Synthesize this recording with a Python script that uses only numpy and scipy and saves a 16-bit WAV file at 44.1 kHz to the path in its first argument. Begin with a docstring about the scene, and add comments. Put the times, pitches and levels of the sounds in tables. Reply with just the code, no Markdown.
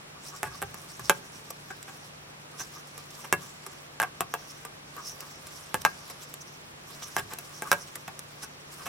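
"""A soft rasp of yarn, then a hollow plastic knock: crochet on the rim of a thin cup, close by.
The metal hook snaps through punched holes, ticks on the wall and scrapes the rim; each contact
excites the damped modes of the cup, which rings briefly. Stick-slip friction makes the drawn yarn
hiss and the fingers creak on the wall. An appliance hums faintly in the quiet room behind."""
import sys
import numpy as np
from scipy import signal
from scipy.fft import rfft, irfft, next_fast_len
from scipy.io import wavfile

SR = 44100
rng = np.random.default_rng(int(sys.argv[2]) if len(sys.argv) > 2 else 0)


def persist_wave(psi):
    """Save psi, clipped to +-1, as 16-bit WAV."""
    counts = np.round(np.clip(psi, -1, 1) * 32767).astype(np.int16)
    wavfile.write(sys.argv[1], SR, np.atleast_2d(counts).T)


N = 391608

# Hook knocks: start_s, body_db, firmness_db, favoured_hz, favour_db, muted_hz
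HOOK_KNOCKS = [(0.431, -30, 3, 850, -2, 1300), (0.6186, -37.5, 6, 1590, 7, 480),
               (0.6254, -34, 5, 800, 12, 1400), (1.0965, -17.5, 2, 1130, 6, 634),
               (3.3264, -21.5, 5, 1730, 11.5, 1500), (4.0002, -24, -10, 1600, 8, 420),
               (4.0181, -29.5, -1, 1560, 18, 422), (4.028, -29.5, -3, 1140, 10, 560),
               (4.0345, -29.5, -11, 1140, -8, 560), (4.207, -27.5, 4, 1140, 16, 1620),
               (4.3393, -29, -1.5, 1130, 3, 407), (5.7433, -27, 5, 560, 3, 1450),
               (5.8503, -17.5, -8, 1640, 11, 620), (7.1655, -26, -1, 870, -2, 536),
               (7.622, -34.5, 5.5, 715, 4, 1180), (7.716, -18, -4, 1650, 6, 420),
               (7.729, -24, 0, 1520, 6, 418)]
# Grazes of the bare tip: start_s, skid_s, tick_db, body_re_tick_db
TIP_GRAZES = [(0.7434, 0.0009, -44.5, 0), (0.994, 0.0058, -45, 3), (1.504, 0.0042, -40, -4),
              (1.8284, 0.00031, -45, -21), (2.978, 0.003, -45, -3.5), (3.6643, 0.0039, -42.5, -1.5),
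              (4.65, 0.0041, -42.5, 0), (4.966, 0.0005, -49.5, 1), (5.206, 0.00051, -43, -20),
              (5.469, 0.0058, -47, -6), (6.099, 0.0087, -43, -5), (6.3403, 0.00054, -41.5, -10),
              (7.335, 0.0024, -40, -8), (7.386, 0.0039, -40.5, -8), (7.955, 0.0038, -39.5, -6),
              (8.1923, 0.00045, -41, -8)]
# Drags over the rim: start_s, length_s, relative_level_db, treble_re_body_db
RIM_DRAGS = [(0.441, 0.04, -41, -6), (1.701, 0.015, -38.5, -8.5), (1.876, 0.025, -46, -3),
             (2.589, 0.028, -41.5, -6), (3.239, 0.018, -42.5, -3.5), (7.021, 0.0085, -44.5, -1.5),
             (7.177, 0.024, -33.5, 0), (7.302, 0.045, -43.5, -4.5), (8.077, 0.0061, -38, -2),
             (8.421, 0.03, -44.5, -9), (8.855, 0.022, -37.5, -1.5)]
# Broad, fast-dying resonances where the hook strikes: the wall near the contact below, the metal hook itself
# ringing in the treble: pitch_hz, level_db, t60_s
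LOCAL_MODES = [(480, -8.5, 0.036), (1230, -4.5, 0.0073), (1755, -1.5, 0.0021), (2540, -2.5, 0.0014),
               (3350, -2.5, 0.0014), (5800, -5, 0.0032), (6700, -16, 0.0065), (7600, 0, 0.0032),
               (9450, 2, 0.0015), (12240, -1, 0.0027)]
# Modes of the whole cup: pitch_hz, level_db
CUP_MODES = [(403, 6), (560, 2), (715, -1.5), (775, -1), (885, 1.5), (1020, -24), (1112, -6), (1170, -1.5),
             (1210, -11), (1300, -8), (1482, -3.5), (1570, 1), (1616, 3), (1720, -7.5), (1805, -20),
             (2090, -13), (2350, -14), (2650, -7.5)]
# Stitches, each a loop drawn up and then closed: start_s, loop_up_s, closed_s, effort_db
STITCH_CYCLES = [(0.2, 1.14, 2.1, -3), (2.53, 3.5, 3.87, -3.5), (4.28, 4.35, 4.68, -6),
                 (4.92, 6.12, 6.62, -1), (6.87, 7.88, 8.47, 0.5), (8.7, 9.3, 10, 0.5)]
# Quick tugs on the yarn: centre_s, length_s, rasp_db, zip_re_rasp_db
YARN_TUGS = [(0.282, 0.036, -45.5, -0.5), (0.37, 0.024, -49.5, 0), (0.894, 0.018, -49, -12),
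             (1.05, 0.18, -51.5, -21), (2.613, 0.035, -43, 3), (3.109, 0.01, -46, -20),
             (3.202, 0.032, -48.5, -9), (3.45, 0.062, -49.5, -8), (4.505, 0.02, -47, 0.5),
             (5.089, 0.044, -44, 3), (5.345, 0.053, -69.5, 17), (5.819, 0.0054, -38, -14),
             (6.23, 0.021, -47, -21), (6.417, 0.013, -52.5, 8), (7.037, 0.019, -44, 1),
             (7.845, 0.11, -54, -19), (8.434, 0.017, -40, -7.5)]
# Spectrum of yarn friction: frequency_hz, relative_density_db
YARN_SPECTRUM = [(2500, -15), (4700, -10.5), (5600, -3.5), (6800, -11), (7600, -10.5), (8500, -12.5),
                 (9800, -12.5), (12000, -16.5), (16000, -21.5)]
# Fingers shifting on the wall: centre_s, level_db
FINGER_RUBS = [(0.172, -53), (0.345, -46.5), (0.532, -46.5), (2.556, -49), (2.771, -48), (3.195, -52),
               (3.433, -51), (4.994, -42.5), (5.228, -47.5), (7.665, -41.5), (8.81, -46)]
# Jolts of the cup in the hands: start_s, level_db
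CUP_JOLTS = [(0.44, -43.5), (0.63, -46), (1, -45), (5.745, -47), (7.168, -45.5)]
# Spectrum of the room's reflections: frequency_hz, gain_db
ROOM_RESPONSE = [(50, -2), (110, -4), (170, 0.5), (260, -12.5), (1000, -20), (16000, -25)]
# Spectrum of the room air: frequency_hz, density_db (power per hertz)
AIR_SPECTRUM = [(25, -97.5), (90, -81), (140, -80.5), (220, -81.5), (500, -81.5), (1200, -83), (2500, -86),
                (5000, -91.5), (10000, -97), (16000, -101.5)]
# Left-right likeness of sound in the room: frequency_hz, correlation
ROOM_CORRELATION = [(60, 0.95), (170, 0.92), (400, 0.083), (1000, -0.23), (3000, -0.5), (15000, -0.95)]
# Tones of the appliance: pitch_hz, rms_db
HUM_TONES = [(147, -58.5), (169, -69.5)]

# Upper edges of a contact's four bands; the tick band rolls off just below the overall treble cutoff.
THUD_TOP_HZ, BODY_TOP_HZ, CLACK_TOP_HZ, TICK_TOP_HZ = 650, 2200, 7000, 14700
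CUTOFF_HZ = 16200
IMPACT_S = 0.02   # span over which an impact has its stated level
RING_TIME = np.arange(SR // 5) / SR


def hook_knocks(thud_db=-13.5, clack_db=-6.5, tick_db=-6, ordinary_db=-22):
    """Impact excitation: the hook slips off an edge; a firm hit adds thud and tick, a strong one clack."""
    out = np.zeros((2, N))
    for start_s, body_db, firmness_db, favoured_hz, favour_db, muted_hz in HOOK_KNOCKS:
        extra_clack_db = 0.28 * (body_db - ordinary_db) + 0.21 * firmness_db
        shares_db = np.array([thud_db + firmness_db, 0,
                              clack_db + extra_clack_db, tick_db + 0.51 * firmness_db])
        force = contact_force(skid_s=0.0032, chatter_db=-26)
        knock = convolve(force, cup_response(favoured_hz, muted_hz, favour_db))
        add(out, start_s, balance_bands(knock, body_db + shares_db, IMPACT_S))
    return out


def tip_ticks(thud_db=-7, clack_db=-4):
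    """Damped impact: the tip skids beside the holding thumb, which absorbs the ring to leave a click."""
    out = np.zeros((2, N))
    for start_s, skid_s, tick_db, body_db in TIP_GRAZES:
        shares_db = np.array([body_db + thud_db, body_db, clack_db, 0])
        cup = cup_response(favoured_hz=1150, favour_db=10, muted_hz=2820, mute_octaves=0.46,
                           ring_db=-19.5, treble_t60_s=0.019, treble_scatter_db=0)
        click = convolve(contact_force(skid_s, chatter_db=-7), cup)
        add(out, start_s, balance_bands(click, tick_db + shares_db, IMPACT_S))
    return out


def rim_scrapes(trim_db=-1, thud_db=-11, clack_db=-2, tick_db=-3):
    """Stick-slip excitation: a run of slips drives the cup while the pressing hook damps its low modes."""
    out = np.zeros((2, N))
    for start_s, length_s, level_db, treble_db in RIM_DRAGS:
        arch = np.sin(np.pi * np.minimum(RING_TIME / length_s, 1))
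        force = np.sqrt(np.maximum(arch, 0)) * slips(per_s=2500, spread_db=2, size=len(RING_TIME))
        shares_db = np.array([thud_db, 0, treble_db + clack_db, treble_db + tick_db])
        cup = cup_response(favoured_hz=2750, favour_db=5, favour_octaves=.1,
                           muted_hz=650, mute_db=-6, mute_octaves=.4, ring_db=-15)
        crunch = convolve(force, cup)
        add(out, start_s, balance_bands(crunch, level_db + shares_db, length_s + IMPACT_S / 2))
    return from_db(trim_db) * out


def contact_force(skid_s, chatter_db):
    """An impulse as the hook lands, then exponentially decaying chatter as it skids to a halt."""
    chatter = slips(per_s=8000, spread_db=2, size=len(RING_TIME))
    return (RING_TIME == 0) + from_db(chatter_db) * chatter * np.exp(-RING_TIME / skid_s)


def cup_response(favoured_hz, muted_hz=None, favour_db=6, favour_octaves=0.065, mute_db=-9,
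                 mute_octaves=0.13, ring_db=-16.5, treble_t60_s=0.065, treble_scatter_db=-5.5):
    """Impulse response of the cup: a local snap and ringing modes, plus reflections off table and hands."""
    def lift_db(hz):
        """Modal weighting: the struck spot favours modes near one pitch, fingers mute another."""
        favoured = favour_db * octave_bell(hz, favoured_hz, favour_octaves)
        muted = mute_db * octave_bell(hz, muted_hz, mute_octaves) if muted_hz else 0
        return favoured + muted
    base_t60_s = 0.09   # favoured modes ring longer, muted ones shorter
    modes = [(hz, db, base_t60_s * from_db(0.16 * lift_db(hz))) for hz, db in CUP_MODES]
    snap = ringing(LOCAL_MODES, lift_db, vary_db=1.5, detune=.03, phase_spread=.3)
    wall = ringing(modes, lift_db, vary_db=2.5, detune=.016, phase_spread=.8)
    direct = snap + from_db(ring_db) * wall
    response = direct + table_echo(direct) + hand_scatter(snap, treble_scatter_db, treble_t60_s)
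    dip_hz, dip_width_hz = 4530, 200   # a narrow dip that hollows each contact's treble
    return signal.lfilter(*signal.iirnotch(dip_hz, dip_hz / dip_width_hz, fs=SR), response)


def ringing(modes, lift_db, vary_db, detune, phase_spread):
    """Modal superposition: damped sines whose strength, pitch and phase vary with grip and contact point."""
    hz, db, t60_s = np.transpose(modes)[:, :, None]
    strength, pitch, turn = rng.standard_normal((3, len(modes), 1))
    phase = 2 * np.pi * hz * (1 + detune * pitch) * RING_TIME
    decay = from_db(db + lift_db(hz) + vary_db * strength - 60 * RING_TIME / t60_s)
    offset = phase_spread * turn * np.sqrt(hz / CLACK_TOP_HZ)   # short waves differ more left to right
    return np.array([(decay * np.sin(phase + side * offset)).sum(0) for side in (1, -1)])


def table_echo(direct, mean_delay_s=0.0103, gain_db=-8.5, cutoff_hz=2300):
    """Early reflection: the table below returns a delayed, duller copy."""
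    delay_s = mean_delay_s * rng.uniform(.85, 1.15)
    dulled = butter(direct, cutoff_hz, "low", order=1)
    delayed = [np.interp(RING_TIME - delay_s, RING_TIME, channel, left=0) for channel in dulled]
    return from_db(gain_db) * np.array(delayed)


def hand_scatter(snap, treble_db, treble_t60_s, cutoff_hz=2500):
    """Multiple scattering: dense echoes between the hands give the snap a dull tail and a bright one."""
    mid, side = rng.standard_normal((2, len(RING_TIME)))
    echoes = (mid + 0.74 * side * [[1], [-1]]) * (1 - np.exp(-RING_TIME / .002))
    def tail(db, t60_s):
        """Exponential decay, scaled so that a longer tail is not a stronger one."""
        return echoes * from_db(db - 60 * RING_TIME / t60_s) / np.sqrt(SR * t60_s / np.log(1e6))
    dull = convolve(snap, butter(tail(db=-1.5, t60_s=0.083), cutoff_hz, "low"))[:, :len(RING_TIME)]
    snap_treble = np.linalg.norm(butter(snap[0], BODY_TOP_HZ, "high"))
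    bright = snap_treble * butter(tail(treble_db, treble_t60_s), BODY_TOP_HZ, "high")
    return dull + bright


def balance_bands(sound, levels_db, length_s):
    """Contact hardness shapes the spectrum: thud, body, clack and tick each take their own level."""
    edges_hz = [100, THUD_TOP_HZ, BODY_TOP_HZ, CLACK_TOP_HZ, TICK_TOP_HZ]
    out = 0
    for db, low_hz, high_hz in zip(levels_db, edges_hz, edges_hz[1:]):
        band = butter(sound, [low_hz, high_hz], "band", order=3)
        if low_hz >= BODY_TOP_HZ:   # the holding hand shades the left side
            band = band * from_db([[-1], [1]])
        if low_hz >= CLACK_TOP_HZ:   # the path to the right is one sample longer
            band = np.array([band[0], np.roll(band[1], 1)])
        rms = np.sqrt(np.mean(band[:, :int(length_s * SR)] ** 2))
        out = out + from_db(db) * band / rms
    return out


def handling(yarn_db=-51, grip_db=-59, rub_s=0.03):
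    """Friction noise follows effort: yarn and grip swell with each stitch, tug and shift of a finger."""
    cup = cup_response(favoured_hz=1150, favour_db=3, ring_db=-19)
    creak = finger_creak(cup)
    rasp, zipping = yarn_friction(cup)
    work = stitch_effort() * from_db(2 * drift(19))   # the hands move in small jerks
    tugs = swells([(s, length_s, db) for s, length_s, db, _ in YARN_TUGS])
    zips = swells([(s, length_s, db + zip_db) for s, length_s, db, zip_db in YARN_TUGS])
    rubs = swells([(s, rub_s, db) for s, db in FINGER_RUBS])
    fingers = creak * np.hypot(from_db(grip_db) * work, rubs)
    yarn = rasp * np.hypot(from_db(yarn_db) * work, tugs) + zipping * zips
    pan_right = from_db([[-1], [1]])
    flicker = from_db(1.5 * drift(60))
    return (fingers + yarn * pan_right) * flicker


def yarn_friction(cup, zip_hz=5610, zip_width_hz=410, wander_hz=200, catch_db=-13):
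    """Sliding friction: fibres rasp and catch in the holes; taut yarn zips in a band moved by tension."""
    mid, side = [slips(per_s=5500, spread_db=3.4, size=N) for _ in range(2)]
    friction = mid + 0.53 * side * [[1], [-1]]
    fibres = band_flicker(colour(friction, YARN_SPECTRUM))
    zip_phase = 2 * np.pi * np.cumsum(zip_hz + wander_hz * drift(40)) / SR
    zipping = butter(friction, zip_width_hz / 2, "low", order=1) * np.cos(zip_phase)
    zipping = butter(zipping, zip_hz - zip_width_hz / 2, "high", order=8)   # steep lower edge
    catches = convolve(slips(per_s=40, spread_db=2.5, size=N), cup)[:, :N]
    catches = unit_rms(butter(catches, CLACK_TOP_HZ / 2, "high"))
    return fibres + from_db(catch_db) * catches, unit_rms(zipping)


def band_flicker(rasp, depth_db=4, per_s=33, bands=12):
    """Amplitude modulation: treble bands swell and fade at random, mottling the rasp."""
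    size = next_fast_len(N)
    spectrum, hz = rfft(rasp, size), np.fft.rfftfreq(size, 1 / SR)
    position = np.interp(hz, [BODY_TOP_HZ, CUTOFF_HZ], [0, bands - 1])
    parts = (irfft(spectrum * np.maximum(1 - abs(position - k), 0), size)[:, :N] for k in range(bands))
    return unit_rms(sum(part * from_db(depth_db * drift(per_s)) for part in parts))


def finger_creak(cup, band_hz=(985, 1315)):
    """Forced vibration: creeping fingers drive the held wall, which favours one band."""
    wall = convolve(slips(per_s=1500, spread_db=3.5, size=N), cup)[:, :N]
    return unit_rms(butter(wall, band_hz, "band", order=1))


def stitch_effort(rise_s=0.079, fall_s=0.01, closing_db=-5, resting_db=-10.5):
    """Amplitude envelope of the work: the hands draw up a loop, close it, then slacken."""
    t = np.arange(N) / SR
    gain = from_db(resting_db)
    for start_s, loop_up_s, closed_s, effort_db in STITCH_CYCLES:
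        for end_s, db in (loop_up_s, effort_db), (closed_s, closing_db):
            ramps = np.minimum((t - start_s) / rise_s, (end_s - t) / fall_s)
            gain = np.maximum(gain, from_db(db) * np.clip(ramps + .5, 0, 1))
    return gain


def swells(movements):
    t = np.arange(0, N, 64) / SR
    centre_s, length_s, db = np.transpose(movements)[:, :, None]
    bells = .5 ** ((2 * (t - centre_s) / length_s) ** 2)
    power = (from_db(db) ** 2 * bells).sum(0)
    return np.interp(np.arange(N) / SR, t, np.sqrt(power))


def cup_bumps(centre_hz=98, t60_s=0.54, attack_s=0.011):
    """Whole-body motion: the hook forces a hole and the cup bumps in the hands with a soft, low thump."""
    out, t = np.zeros((2, N)), np.arange(SR // 2) / SR
    octave_hz = [centre_hz / np.sqrt(2), centre_hz * np.sqrt(2)]
    for start_s, level_db in CUP_JOLTS:
        shake = unit_rms(butter(rng.standard_normal(len(t)), octave_hz, "band"))
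        envelope = from_db(level_db - 60 * t / t60_s) * (1 - np.exp(-t / attack_s))
        add(out, start_s, np.atleast_2d(shake * envelope))
    return out


def room_reverberation(sound, t60_s=0.38, build_s=0.0022):
    """Diffuse reflection: a furnished room returns a faint, decaying tail, strongest in the bass."""
    t = np.arange(SR) / SR
    tail = rng.standard_normal((2, SR)) * from_db(-60 * t / t60_s) * (1 - np.exp(-t / build_s))
    tail = colour(tail / np.linalg.norm(tail[0]), ROOM_RESPONSE, ROOM_CORRELATION)
    return convolve(sound, tail[:, :SR * 3 // 4])[:, :N]


def appliance_hum(waver_db=-0.5, waver_rad=0.94):
    """Amplitude and phase modulation: the two low tones of an appliance waver slightly."""
    t = np.arange(N) / SR
    hum = 0
    for pitch_hz, rms_db in HUM_TONES:
        amplitude = np.sqrt(2) * from_db(rms_db + waver_db * drift(5))
        hum = hum + amplitude * np.sin(2 * np.pi * pitch_hz * t + waver_rad * drift(3.2))
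    return hum


def room_air():
    """Stationary noise: a steady, dark hush whose bass is alike on both sides."""
    return colour(rng.standard_normal((2, N)), AIR_SPECTRUM, ROOM_CORRELATION) * np.sqrt(SR / 2)


def slips(per_s, spread_db, size):
    """Stick-slip as a Poisson process: impulses of uneven size at random moments, at unit rms."""
    sizes = from_db(spread_db * np.minimum(rng.exponential(1, size), 4)) * rng.choice([-1, 1], size)
    return unit_rms(sizes * (rng.random(size) < per_s / SR))


def drift(per_s):
    """Random modulation: straight lines between Gaussian values."""
    knots = rng.standard_normal(int(per_s * N / SR) + 2)
    return np.interp(np.arange(N) * per_s / SR, np.arange(len(knots)), knots)


def colour(pair, spectrum, correlation=None):
    """Spectral shaping of two noises; mid-side mixing sets their correlation if one is given."""
    size = next_fast_len(pair.shape[1])
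    hz, bins = np.fft.rfftfreq(size, 1 / SR), rfft(pair, size)
    if correlation is not None:
        alike = np.clip(at_hz(correlation, hz), -1, 1)
        bins = np.sqrt((1 + alike) / 2) * bins[0] + np.sqrt((1 - alike) / 2) * bins[1] * [[1], [-1]]
    return irfft(bins * from_db(at_hz(spectrum, hz)), size)[:, :pair.shape[1]]


def octave_bell(hz, centre_hz, octaves):
    """Gaussian weighting in log frequency."""
    return np.exp(-.5 * (np.log2(hz / centre_hz) / octaves) ** 2)


def at_hz(points, hz):
    """Interpolation in log frequency."""
    knots_hz, values = np.transpose(points)
    return np.interp(np.log(hz + 1e-9), np.log(knots_hz), values)


def from_db(db):
    """Decibels to amplitude ratio."""
    return 10 ** (np.asarray(db) / 20)


def unit_rms(x):
    """Normalisation to unit power."""
    return x / np.sqrt(np.mean(x ** 2) + 1e-20)


def butter(x, edge_hz, kind, order=2):
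    """Causal, maximally flat filtering."""
    return signal.sosfilt(signal.butter(order, edge_hz, kind, fs=SR, output="sos"), x)


def convolve(x, response):
    """Convolution with a two-channel impulse response."""
    return signal.fftconvolve(np.atleast_2d(x), response, axes=1)


def add(out, start_s, sound):
    """Superposition of a sound on the mix."""
    i = max(round(start_s * SR), 0)
    out[:, i:i + sound.shape[1]] += sound[:, :max(N - i, 0)]


def scene():
    """Linear superposition: hook, cup and yarn close by, the room behind."""
    hook = hook_knocks() + tip_ticks() + rim_scrapes()
    return hook + room_reverberation(hook) + cup_bumps() + handling() + room_air() + appliance_hum()


def record(dry):
    """Clipping and band limiting: peaks stop at full scale and a steep low-pass cuts the top."""
    low_pass = signal.ellip(10, .2, 80, CUTOFF_HZ, fs=SR, output="sos")
    return signal.sosfilt(low_pass, np.clip(dry, -1, 1))


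dry = scene()
out = record(dry)
persist_wave(out)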